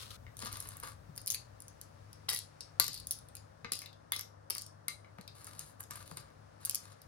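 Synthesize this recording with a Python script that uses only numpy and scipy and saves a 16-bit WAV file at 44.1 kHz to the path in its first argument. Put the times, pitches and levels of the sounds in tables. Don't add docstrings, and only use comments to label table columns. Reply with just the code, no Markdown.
import sys
import numpy as np
from scipy import signal
from scipy.fft import rfft, irfft, next_fast_len
from scipy.io import wavfile
from scipy.ndimage import uniform_filter1d, map_coordinates

SR = 44100
rng = np.random.default_rng(int(sys.argv[2]) if len(sys.argv) > 2 else 0)


def persist_wave(psi):
    counts = np.round(np.clip(psi, -1, 1) * 32767).astype(np.int16)
    wavfile.write(sys.argv[1], SR, np.atleast_2d(counts).T)


N = 311919


def amp(db):
    return 10 ** (np.asarray(db) / 20)


def unit(x):
    return x / np.sqrt(np.mean(x ** 2) + 1e-20)


def crest(x):
    power = uniform_filter1d(x ** 2, size=SR // 1000, mode="constant")
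    return x / np.sqrt(power.max())


def along(points, hz):
    f, value = np.transpose(points)
    return np.interp(np.log(hz + 1), np.log(f), value)


def envelopes(rows):
    s, *columns = np.transpose(rows)
    t = np.arange(N) / SR
    return [amp(np.interp(t, s, db, left=-150, right=-150)) for db in columns]


def wobble(rate):
    knots = rng.standard_normal(int(N * rate / SR) + 4)
    return map_coordinates(knots, [np.arange(N) * rate / SR])


def filtered(x, response):
    n = x.shape[-1]
    padded = next_fast_len(n + 8192)
    spectrum = rfft(x, padded) * response(np.fft.rfftfreq(padded, 1 / SR))
    return irfft(spectrum, padded)[..., :n]


def coloured(x, spectrum):
    return unit(filtered(x, lambda hz: amp(along(spectrum, hz))))


# f/Hz, left-right correlation
CORRELATION = [(100, 0.99), (250, 0.059), (600, -0.7), (2200, 0.24), (5000, -0.13), (9000, 0.39),
               (15000, 0.91)]


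def diffuse(size):
    def mid_side(hz):
        correlation = np.clip(along(CORRELATION, hz), -1, 1)
        return np.sqrt([(1 + correlation) / 2, (1 - correlation) / 2])
    mid, side = filtered(rng.standard_normal((2, size)), mid_side)
    return np.array([mid + side, mid - side])


def add(track, s, sound):
    start = max(round(s * SR), 0)
    part = track[..., start:start + sound.shape[-1]]
    part += sound[..., :part.shape[-1]]


# t/s, level/dB
RUSTLE_LEVEL = [(0, -47.5), (.03, -49), (.1, -60.5), (.108, -46.5), (.125, -54.5), (.167, -57.5)]
# f/Hz, level/dB
RUSTLE_SPECTRUM = [(240, -44), (400, -11), (495, -4.5), (791, -27), (1250, 0.5), (1740, -14), (3890, -3.5),
                   (7350, -14), (9960, -11), (15000, -23)]


def rustle(grain_db=2.0):
    grain = amp(grain_db * wobble(397))
    return envelopes(RUSTLE_LEVEL)[0] * unit(grain * coloured(diffuse(N), RUSTLE_SPECTRUM))


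# f/Hz, level/dB relative to the hum
HUM_TONES = [(74, -15), (100.3, -1), (150.6, -8), (301, -18), (1165, -24.5)]
# t/s, level/dB
RUMBLE_LEVEL = [(0.0, -67), (0.08, -59), (2.77, -69), (2.87, -62), (4.19, -77), (6.08, -65), (7.01, -77),
                (7.07, -62)]
# f/Hz, level/dB
RUMBLE_SPECTRUM = [(20, -36.5), (32, -23), (45, -7), (60, -0.5), (80, 2), (115, 5), (170, -12.5),
                   (260, -11), (500, -41)]
# f/Hz, level/dB
AIR_SPECTRUM = [(30, -26), (170, 3.5), (360, -4.5), (560, 5.5), (750, 0), (1300, -2.5), (1800, -8),
                (2600, -43), (4000, -45.5)]
# t/s, level/dB
HISS_LEVEL = [(0, -73.5), (2.5, -70), (4.4, -76), (7.08, -71)]
# f/Hz, level/dB
HISS_SPECTRUM = [(1000, -6), (2000, 2), (3200, -5), (5500, -3), (7600, -10.5), (10000, -9), (14000, -37),
                 (15500, -33)]


def background(air_db=-62, rumble_trim_db=4, hum_db=-63.0, drift_rad=0.62):
    t = np.arange(N) / SR
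    hum = np.zeros(N)
    for hz, db in HUM_TONES:
        waver = amp(3.2 * wobble(11))
        tone = np.sin(2 * np.pi * hz * t + drift_rad * wobble(13))
        hum += amp(db) * waver * unit(tone)
    rumble = amp(rumble_trim_db) * envelopes(RUMBLE_LEVEL)[0] * coloured(diffuse(N), RUMBLE_SPECTRUM)
    air = amp(air_db) * coloured(diffuse(N), AIR_SPECTRUM)
    hiss = envelopes(HISS_LEVEL)[0] * coloured(diffuse(N), HISS_SPECTRUM)
    return amp(hum_db) * hum + rumble + air + hiss


def struck(modes, spread, pitch=1):
    t = np.arange(SR // 5) / SR
    hz, db, t60 = np.transpose(modes)[:, :, None]
    detune, strength, sign = rng.standard_normal((3, len(modes), 1))
    decay = np.sign(sign) * amp(db + 2 * strength) * np.exp(-np.log(1000) * t / t60)
    tones = np.sin(2 * np.pi * pitch * hz * np.exp(spread * detune) * t)
    return crest(np.sum(decay * tones, 0))


def burst(spectrum, t60, rise_s, pitch=1):
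    t = np.arange(SR // 5) / SR
    hz = np.fft.rfftfreq(len(t), 1 / SR)
    noise = irfft(rfft(rng.standard_normal(len(t))) * amp(along(spectrum, hz / pitch)))
    return crest(noise * np.exp(-np.log(1000) * t / t60) * (1 - np.exp(-t / rise_s)))


BEND_HZ = 150


def bending(colour_db, delay):
    hz = np.fft.rfftfreq(SR // 10, 1 / SR)
    phase = np.exp(-4j * np.pi * delay * np.sqrt(BEND_HZ * hz))
    return crest(irfft(amp(colour_db(hz)) * phase))


# t/s, level/dB, pit level/dB re board, thud level/dB re board
KNOCKS = [(0.266, -53, 4.5, -1), (0.433, -42, -10, -1.5), (0.657, -49, -26, -17), (0.756, -61, -22, -24),
          (0.835, -49.5, -18, -7), (1.176, -52, -6, -13), (2.285, -40.5, -8, -19), (2.29, -39, 0.5, -17),
          (2.314, -38.5, -1.5, -20), (2.332, -42, 4, -25), (2.798, -30, -21, -13.5), (2.881, -49.5, -8, -8),
          (3.646, -37.5, 2.5, -11), (3.718, -42.5, -16, -8.5), (3.818, -49.5, 2, -17),
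          (3.838, -51, -7, -23), (4.12, -37.5, 2.5, -16.5), (4.159, -47, -12, -23.5),
          (4.192, -47, 5.5, -24), (4.502, -39.5, -15, -22), (4.558, -44.5, -9.5, -25),
          (4.882, -44, 8.5, -28), (5.046, -61, 10.5, -13), (5.185, -52, -7, -8), (5.908, -46, -24, -10),
          (5.954, -50, -17, -25), (6.171, -47.5, -10, -9.5)]
# f/Hz, level/dB, T60/s
BOARD_MODES = [(463, -11, 0.072), (720, -14, .021), (955, 2.5, .03), (1182, 3.5, 0.1), (1440, -6, 0.042),
               (1700, -4.5, .04)]
# f/Hz, level/dB, T60/s
PIT_MODES = [(2078, -4.5, 0.13), (2197, 5.5, .02), (2920, -8, .03), (3920, -14.5, 0.12), (4060, -17, 0.19)]
# f/Hz, level/dB, T60/s
THUD_MODES = [(150, -4, 0.15), (202.6, -6, 0.057), (266.7, -2.5, 0.053), (358, -1.5, 0.033),
              (477, -3.5, 0.11)]
# f/Hz, level/dB
WOOD_SPECTRUM = [(200, -9.5), (500, -3), (1000, 1), (1600, 4.5), (3200, -7.5), (6000, -13), (13000, -35)]
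NEAR_PITCH, CROSS_S = .945, 3.4


def knocks(board_db=-6, pit_db=-4, thud_db=-1, tap_db=0, rough_db=-7, bend_s=0.0061):
    out = np.zeros(N)
    for s, db, hollow_db, low_db in KNOCKS:
        board = amp(board_db) * struck(BOARD_MODES, spread=0.003)
        board += amp(rough_db) * burst(WOOD_SPECTRUM, t60=0.024, rise_s=0.00018)
        pitch = NEAR_PITCH if s < CROSS_S else 1
        pit = amp(pit_db) * struck(PIT_MODES, spread=0.002, pitch=pitch)
        thud = amp(thud_db) * struck(THUD_MODES, spread=0.014)
        add(out, s, amp(db) * (board + amp(hollow_db) * pit + amp(low_db) * thud))
        tap = bending(lambda hz: along(WOOD_SPECTRUM, hz), bend_s)
        add(out, s, amp(db + tap_db) * tap)
    return out


def chink(wall_hz, t60=0.014):
    return struck([(wall_hz, 0, t60)], spread=0.02)


# t/s, length/s, starting level/dB, body level/dB re snap
RATTLES = [(1.148, .069, -47.5, -14), (1.293, .06, -34, -20), (2.294, .09, -33.5, -7.5),
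           (2.816, 0.055, -37.5, -1.5), (2.922, .08, -42.5, -6), (3.75, 0.096, -45.5, -2),
           (4.127, 0.065, -40, -5), (4.557, .06, -38.5, -7)]
CONTACTS_PER_S, SETTLE_DB, SCATTER_DB = 87, 4, 11
HOLLOW_HZ, WALL_HZ, SIZE_SPREAD = 4775, 10120, .08


def rattles():
    contacts = []
    for s, length, db, body_db in RATTLES:
        count = max(round(length * CONTACTS_PER_S), 1)
        shift, luck, size = rng.uniform(-1, 1, (3, 32))[:, :count]
        progress = (np.arange(count) + .5 + .5 * shift) / count
        pitches = 1 + SIZE_SPREAD * size
        for p, k, pitch in zip(progress, luck, pitches):
            level = db - SETTLE_DB * p + SCATTER_DB * k
            contacts.append((s + length * p, level, body_db, HOLLOW_HZ * pitch, WALL_HZ * pitch))
    return contacts


# t/s, snap level/dB, body level/dB re snap, hollow f/Hz, wall f/Hz
CLACKS = [(.3692, -41, -15, 3540, 9300), (.449, -38, -8, 4330, 10000), (.5272, -33.5, -9, 4130, 9800),
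          (.5704, -38.5, -25, 4600, 10300), (.603, -31, -11.5, 6060, 10500), (.625, -42, -10, 5000, 10300),
          (.673, -41, -14, 4800, 10400), (.6887, -35.5, -16, 6300, 10700), (.7696, -39, -26, 3430, 11900),
          (.8001, -38, -14, 4900, 10100), (1.1777, -35, -4.5, 4700, 10350), (1.2613, -36, -13, 5000, 10200),
          (1.272, -30.5, -7.5, 4660, 10000), (1.2765, -25.5, -8, 4670, 9900),
          (1.2828, -34.5, -7, 4700, 10600), (1.3026, -27, 3, 6450, 10000), (1.311, -30, -2.5, 5600, 10900),
          (1.32, -30, -5, 5700, 10100), (1.34, -39, -5, 3370, 10300), (1.3454, -30.5, 0.5, 3960, 11700),
          (1.354, -33, -21, 5100, 10200), (1.6036, -42, -16, 4960, 10100), (1.6212, -44, -13, 6030, 9900),
          (1.682, -44.5, -8.5, 5900, 10360), (1.8135, -39.5, -6, 5500, 10050),
          (2.1299, -47, -2.5, 5470, 10800), (2.2875, -38, 9, 3620, 10500), (2.291, -24, -2, 4960, 8250),
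          (2.311, -33, -10, 5500, 10500), (2.332, -29, -7, 4970, 10700), (2.347, -27.5, -8, 5500, 11000),
          (2.362, -32.5, 0, 4330, 10500), (2.3894, -31.5, -7.5, 4430, 9900), (2.607, -39, 2.5, 5000, 8500),
          (2.7988, -13, -5.5, 4250, 11200), (2.81, -43, -5, 4540, 11600), (2.8803, -29, -1, 5000, 11650),
          (3.0705, -31.5, -12.5, 5200, 10300), (3.1096, -23.5, -9.5, 5100, 10900),
          (3.1145, -30.5, -14, 5200, 10100), (3.122, -31, -14.5, 5150, 12700),
          (3.188, -44.5, -10, 4420, 9960), (3.2869, -46.5, -9, 4200, 9340),
          (3.3523, -35.5, -13.5, 3930, 10900), (3.368, -43.5, -4, 4710, 10040),
          (3.72, -24, -4, 4450, 10000), (3.729, -36.5, -6.5, 4560, 10600), (3.734, -30.5, -3, 4440, 10550),
          (3.8593, -58, 19.5, 4040, 10300), (3.9294, -73, 19, 3800, 9500), (4.1205, -22, -6.5, 3560, 11050),
          (4.134, -47, 16, 3410, 9100), (4.1482, -41, -8, 3430, 10840), (4.163, -33, 2, 4900, 11000),
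          (4.1936, -33, -4.5, 5170, 10800), (4.21, -35, -3.5, 5240, 12200),
          (4.5006, -28.5, -9, 4950, 10300), (4.5053, -25.5, -4.5, 4790, 11270),
          (4.5506, -31.5, -4.5, 5120, 10000), (4.6199, -36, -6.5, 5200, 10500),
          (4.664, -42, -6.5, 5300, 9360), (4.8827, -24.5, -9.5, 4500, 9300), (5.185, -60, -1, 4780, 10200),
          (5.211, -49, -0.5, 4630, 10150), (5.2777, -49.5, 7, 4230, 9600), (5.4445, -39.5, -22, 5900, 9400),
          (5.469, -39.5, -24, 3200, 10200), (5.593, -33, -6.5, 6100, 10000), (5.837, -46, 0, 6300, 10200),
          (5.909, -33.5, -24, 5750, 9550), (5.957, -37, -17, 5000, 10100), (6.1708, -36.5, -8, 4550, 9250),
          (6.6504, -25, -14, 4750, 10650), (6.6565, -25.5, -14, 6350, 10200),
          (6.663, -37, -17, 5200, 10100), (6.696, -22.5, -8.5, 4850, 9900), (6.71, -34, -4, 5240, 11000),
          (6.7465, -25, -5.5, 5360, 10000), (6.755, -25.5, -11.5, 4800, 10140),
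          (7.0176, -47.5, -7.5, 4400, 10000)]
# f/Hz, level/dB
SNAP_SPECTRUM = [(4000, -35), (6300, -8), (8200, -9.5), (9900, 2.5), (11400, -11.5), (13000, -5.5),
                 (15000, -13), (16500, -34.5)]
# f/Hz, level/dB
SPLIT_SPECTRUM = [(8000, -33), (11500, -2.5), (14500, -2.5), (16500, -16)]
# f/Hz, level/dB
BODY_SPECTRUM = [(1500, -26.5), (2700, -6.5), (3900, -5), (4900, 7), (6000, -2.5), (8000, -12.5)]
# f/Hz, level/dB, T60/s
MOUTH_MODES = [(4450, -6, 0.0024), (5200, -10, 0.017)]
HARD_DB, HARD_GROWS = -10, 0.71


def clacks(snap_db=-1, body_db=-2, ring_db=-12, rebound_db=-12, rebound_s=0.0029, chink_db=-12):
    out = np.zeros(N)
    for s, db, rel_db, hollow_hz, wall_hz in [*CLACKS, *rattles()]:
        rebound_delay = rebound_s * (0.33 + rng.random())
        for delay, level in [(0, db), (rebound_delay, db + rebound_db)]:
            hardness = amp(min(HARD_GROWS * (level - HARD_DB), 0))
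            snap = burst(SNAP_SPECTRUM, t60=.0045, rise_s=.0002, pitch=wall_hz / WALL_HZ)
            snap += hardness * burst(SPLIT_SPECTRUM, t60=.0045, rise_s=.0002)
            snap += amp(chink_db) * chink(wall_hz)
            pitch = hollow_hz / HOLLOW_HZ
            body = amp(body_db) * burst(BODY_SPECTRUM, t60=0.0077, rise_s=0.00074, pitch=pitch)
            body += amp(ring_db) * struck(MOUTH_MODES, spread=0.0056, pitch=pitch)
            add(out, s + delay, amp(level) * (amp(snap_db) * snap + amp(rel_db) * body))
    return out


def slips(rate, grip):
    size = rng.standard_normal(N) * amp(2.5 * grip)
    return (rng.random(N) < rate / SR) * size


STROKE_ATTACK_S, STROKE_EASE_DB, STROKE_RELEASE_DB_PER_S = 0.0067, 3, 442


def pressure(s, length):
    t = np.maximum(np.arange(N) / SR - s, 0)
    ease_db = STROKE_EASE_DB * np.minimum(t / length, 1)
    release_db = STROKE_RELEASE_DB_PER_S * np.clip(t - length, 0, 1)
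    return np.minimum(t / STROKE_ATTACK_S, 1) * amp(-ease_db - release_db)


# t/s, length/s, wood scrape level/dB, shell slide level/dB, tick level/dB
STROKES = [(0.375, 0.028, -73, -61, -51.5), (0.408, 0.082, -51.5, -52.5, -51.5),
           (0.513, 0.21, -53.5, -58, -52.5), (0.748, 0.091, -57, -69, -69),
           (0.828, 0.069, -47, -55.5, -48.5), (5.346, 0.27, -61, -63, -58.5),
           (5.58, 0.12, -64.5, -63, -54.5), (5.795, 0.022, -57, -84, -49), (5.901, 0.12, -53, -58, -53.5),
           (6.054, 0.091, -73, -62, -57), (6.163, 0.027, -54.5, -57.5, -54), (6.22, 0.079, -60.5, -82, -79),
           (6.599, 0.327, -61, -65.5, -62)]
# t/s, shell level/dB, wood level/dB re shell
CATCHES = [(0.404, -47, -12), (.422, -40, -6.5), (.476, -42.5, -18.5), (0.536, -42.5, -16.5),
           (0.556, -42.5, -10), (0.57, -45, -20), (.843, -50.5, 3.5), (0.874, -49, 0), (5.4727, -59, 10),
           (5.533, -59, 6), (5.8029, -54, 2.5), (5.9168, -49, 1.5), (6.008, -56, 0), (6.0614, -59, -4),
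           (6.1133, -56, -16)]
# f/Hz, level/dB
SLIDE_SPECTRUM = [(1500, -8.5), (2600, -11.5), (3800, -5), (4700, -2), (6000, -8.5), (8000, -20)]
# f/Hz, level/dB
TICK_SPECTRUM = [(5000, -16), (7500, 12.5), (10200, 9), (12500, -5.5), (15000, 4.5), (17000, -60)]
CATCH_RATE, CREEP_RATE, CREEP_SHARE = 150, 900 * 8, 0.75


def scooping(scrape_db=-2, slide_db=0, tick_db=-1, rough_db=2, chink_db=-3,
             slide_t60=0.01, tick_t60=0.0025, count=8):
    def wood_tap():
        rough = burst(WOOD_SPECTRUM, t60=slide_t60, rise_s=.0002)
        return struck(BOARD_MODES, spread=0.035) + amp(rough_db) * rough

    def shell_tap(pitch):
        return burst(SLIDE_SPECTRUM, t60=slide_t60, rise_s=0.00018, pitch=pitch)

    grains, grip = np.zeros((3, N)), wobble(45)
    for pitch in np.exp(SIZE_SPREAD * rng.standard_normal(count)):
        train = unit(slips(CATCH_RATE / count, grip))
        train += CREEP_SHARE * unit(slips(CREEP_RATE / count, grip=0))
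        tick = burst(TICK_SPECTRUM, t60=tick_t60, rise_s=0.00017, pitch=pitch)
        tick += amp(chink_db) * chink(WALL_HZ * pitch)
        taps = np.array([wood_tap(), shell_tap(pitch), tick])
        grains += signal.oaconvolve(train[None], taps, axes=1)[:, :N]
    strokes = sum(np.outer(amp(levels), pressure(s, length)) for s, length, *levels in STROKES)
    out = np.zeros(N)
    for db, stroke, layer in zip([scrape_db, slide_db, tick_db], strokes, grains):
        out += amp(db) * stroke * unit(layer)
    for s, db, wood_db in CATCHES:
        add(out, s, amp(db) * (shell_tap(1) + amp(wood_db) * crest(wood_tap())))
    return out


# t/s, level/dB, bass delay/s at BEND_HZ, treble tilt/(dB/octave), thud level/dB re bump
BUMPS = [(1.091, -50.5, 0.0098, -9, -5.5), (5.1818, -44.5, 0.011, 0.5, -7),
         (6.1133, -41.5, 0.006, 2.5, -11)]
# f/Hz, level/dB
BUMP_SPECTRUM = [(60, -14), (150, 15.5), (260, 0.5), (480, 0), (700, 2), (1200, 2), (2500, -19.5),
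                 (5000, -41), (9000, -42)]


def bumps():
    out = np.zeros(N)
    for s, db, delay, tilt_db, thud_db in BUMPS:
        def colour(hz):
            return along(BUMP_SPECTRUM, hz) + tilt_db * np.log2(1 + hz / BEND_HZ)
        add(out, s, amp(db) * bending(colour, delay))
        add(out, s + delay / 2, amp(db + thud_db) * struck(THUD_MODES, spread=0.012))
    return out


# t/s, level/dB
ROLL_LEVEL = [(2.88, -63), (2.94, -55), (2.98, -53), (3.03, -77.5)]


def rolling(ring_hz=4450, width_hz=450):
    ribs = filtered(slips(830, grip=0), lambda hz: 1 / (1 + ((hz - ring_hz) / width_hz) ** 2))
    return envelopes(ROLL_LEVEL)[0] * unit(ribs)


# f/Hz, T60/s
ROOM_T60 = [(200, 0.098), (1000, 0.22), (2200, 0.21), (5000, 0.26), (10000, 0.24), (16000, 0.13)]
# f/Hz, level/dB
ROOM_LEVEL = [(200, 1.5), (1000, -5), (2200, -1), (5000, -1), (8000, -7.5), (11000, -10.5), (16000, -18)]


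def room(x, build_s=0.0012):
    out, size, step = np.zeros((2, N)), SR // 2, SR // 4
    for start in range(0, N, step):
        hz, t, bands = signal.stft(diffuse(size), SR, nperseg=256)
        decay = np.exp(-np.log(1000) * t / along(ROOM_T60, hz)[:, None]) * (1 - np.exp(-t / build_s))
        energy = size * np.mean(decay ** 2, axis=1, keepdims=True)
        decay *= amp(along(ROOM_LEVEL, hz))[:, None] / np.sqrt(energy)
        tail = signal.istft(bands * decay, SR, nperseg=256)[1]
        add(out, start / SR, signal.fftconvolve(x[None, start:start + step], tail, axes=1))
    return out


# f/Hz, phase/rad
LEFT_LEAD = [(100, -1), (300, 0.9), (800, 2), (2400, 1.5), (4600, 1.5), (8000, 3.5), (11000, -1),
             (15000, 2)]
# start t/s, end t/s
HELD = [(1.14, 1.45), (6.6, 6.95)]


def scene(covered_db=-3, held_db=-2.0):
    drops = clacks() + knocks() + rolling()
    handling = scooping() + bumps()
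    direct = filtered(drops + handling, lambda hz: np.exp(.5j * np.outer([1, -1], along(LEFT_LEAD, hz))))
    t = np.arange(N) / SR
    held = sum((t > start) & (t < end) for start, end in HELD)
    echo = room(amp(held_db * held) * drops + amp(covered_db) * handling)
    return direct + echo + rustle() + background()


# f/Hz, level/dB
LEFT_GAIN = [(60, 6.5), (2400, 4.5), (4400, 8.5), (8100, 4.5), (15000, -4)]
TOP_HZ = 16300


def record(dry):
    ports = filtered(dry, lambda hz: amp(np.outer([.5, -.5], along(LEFT_GAIN, hz))))
    return filtered(ports, lambda hz: 1 / np.sqrt(1 + (hz / TOP_HZ) ** 160))


dry = scene()
out = record(dry)
persist_wave(out)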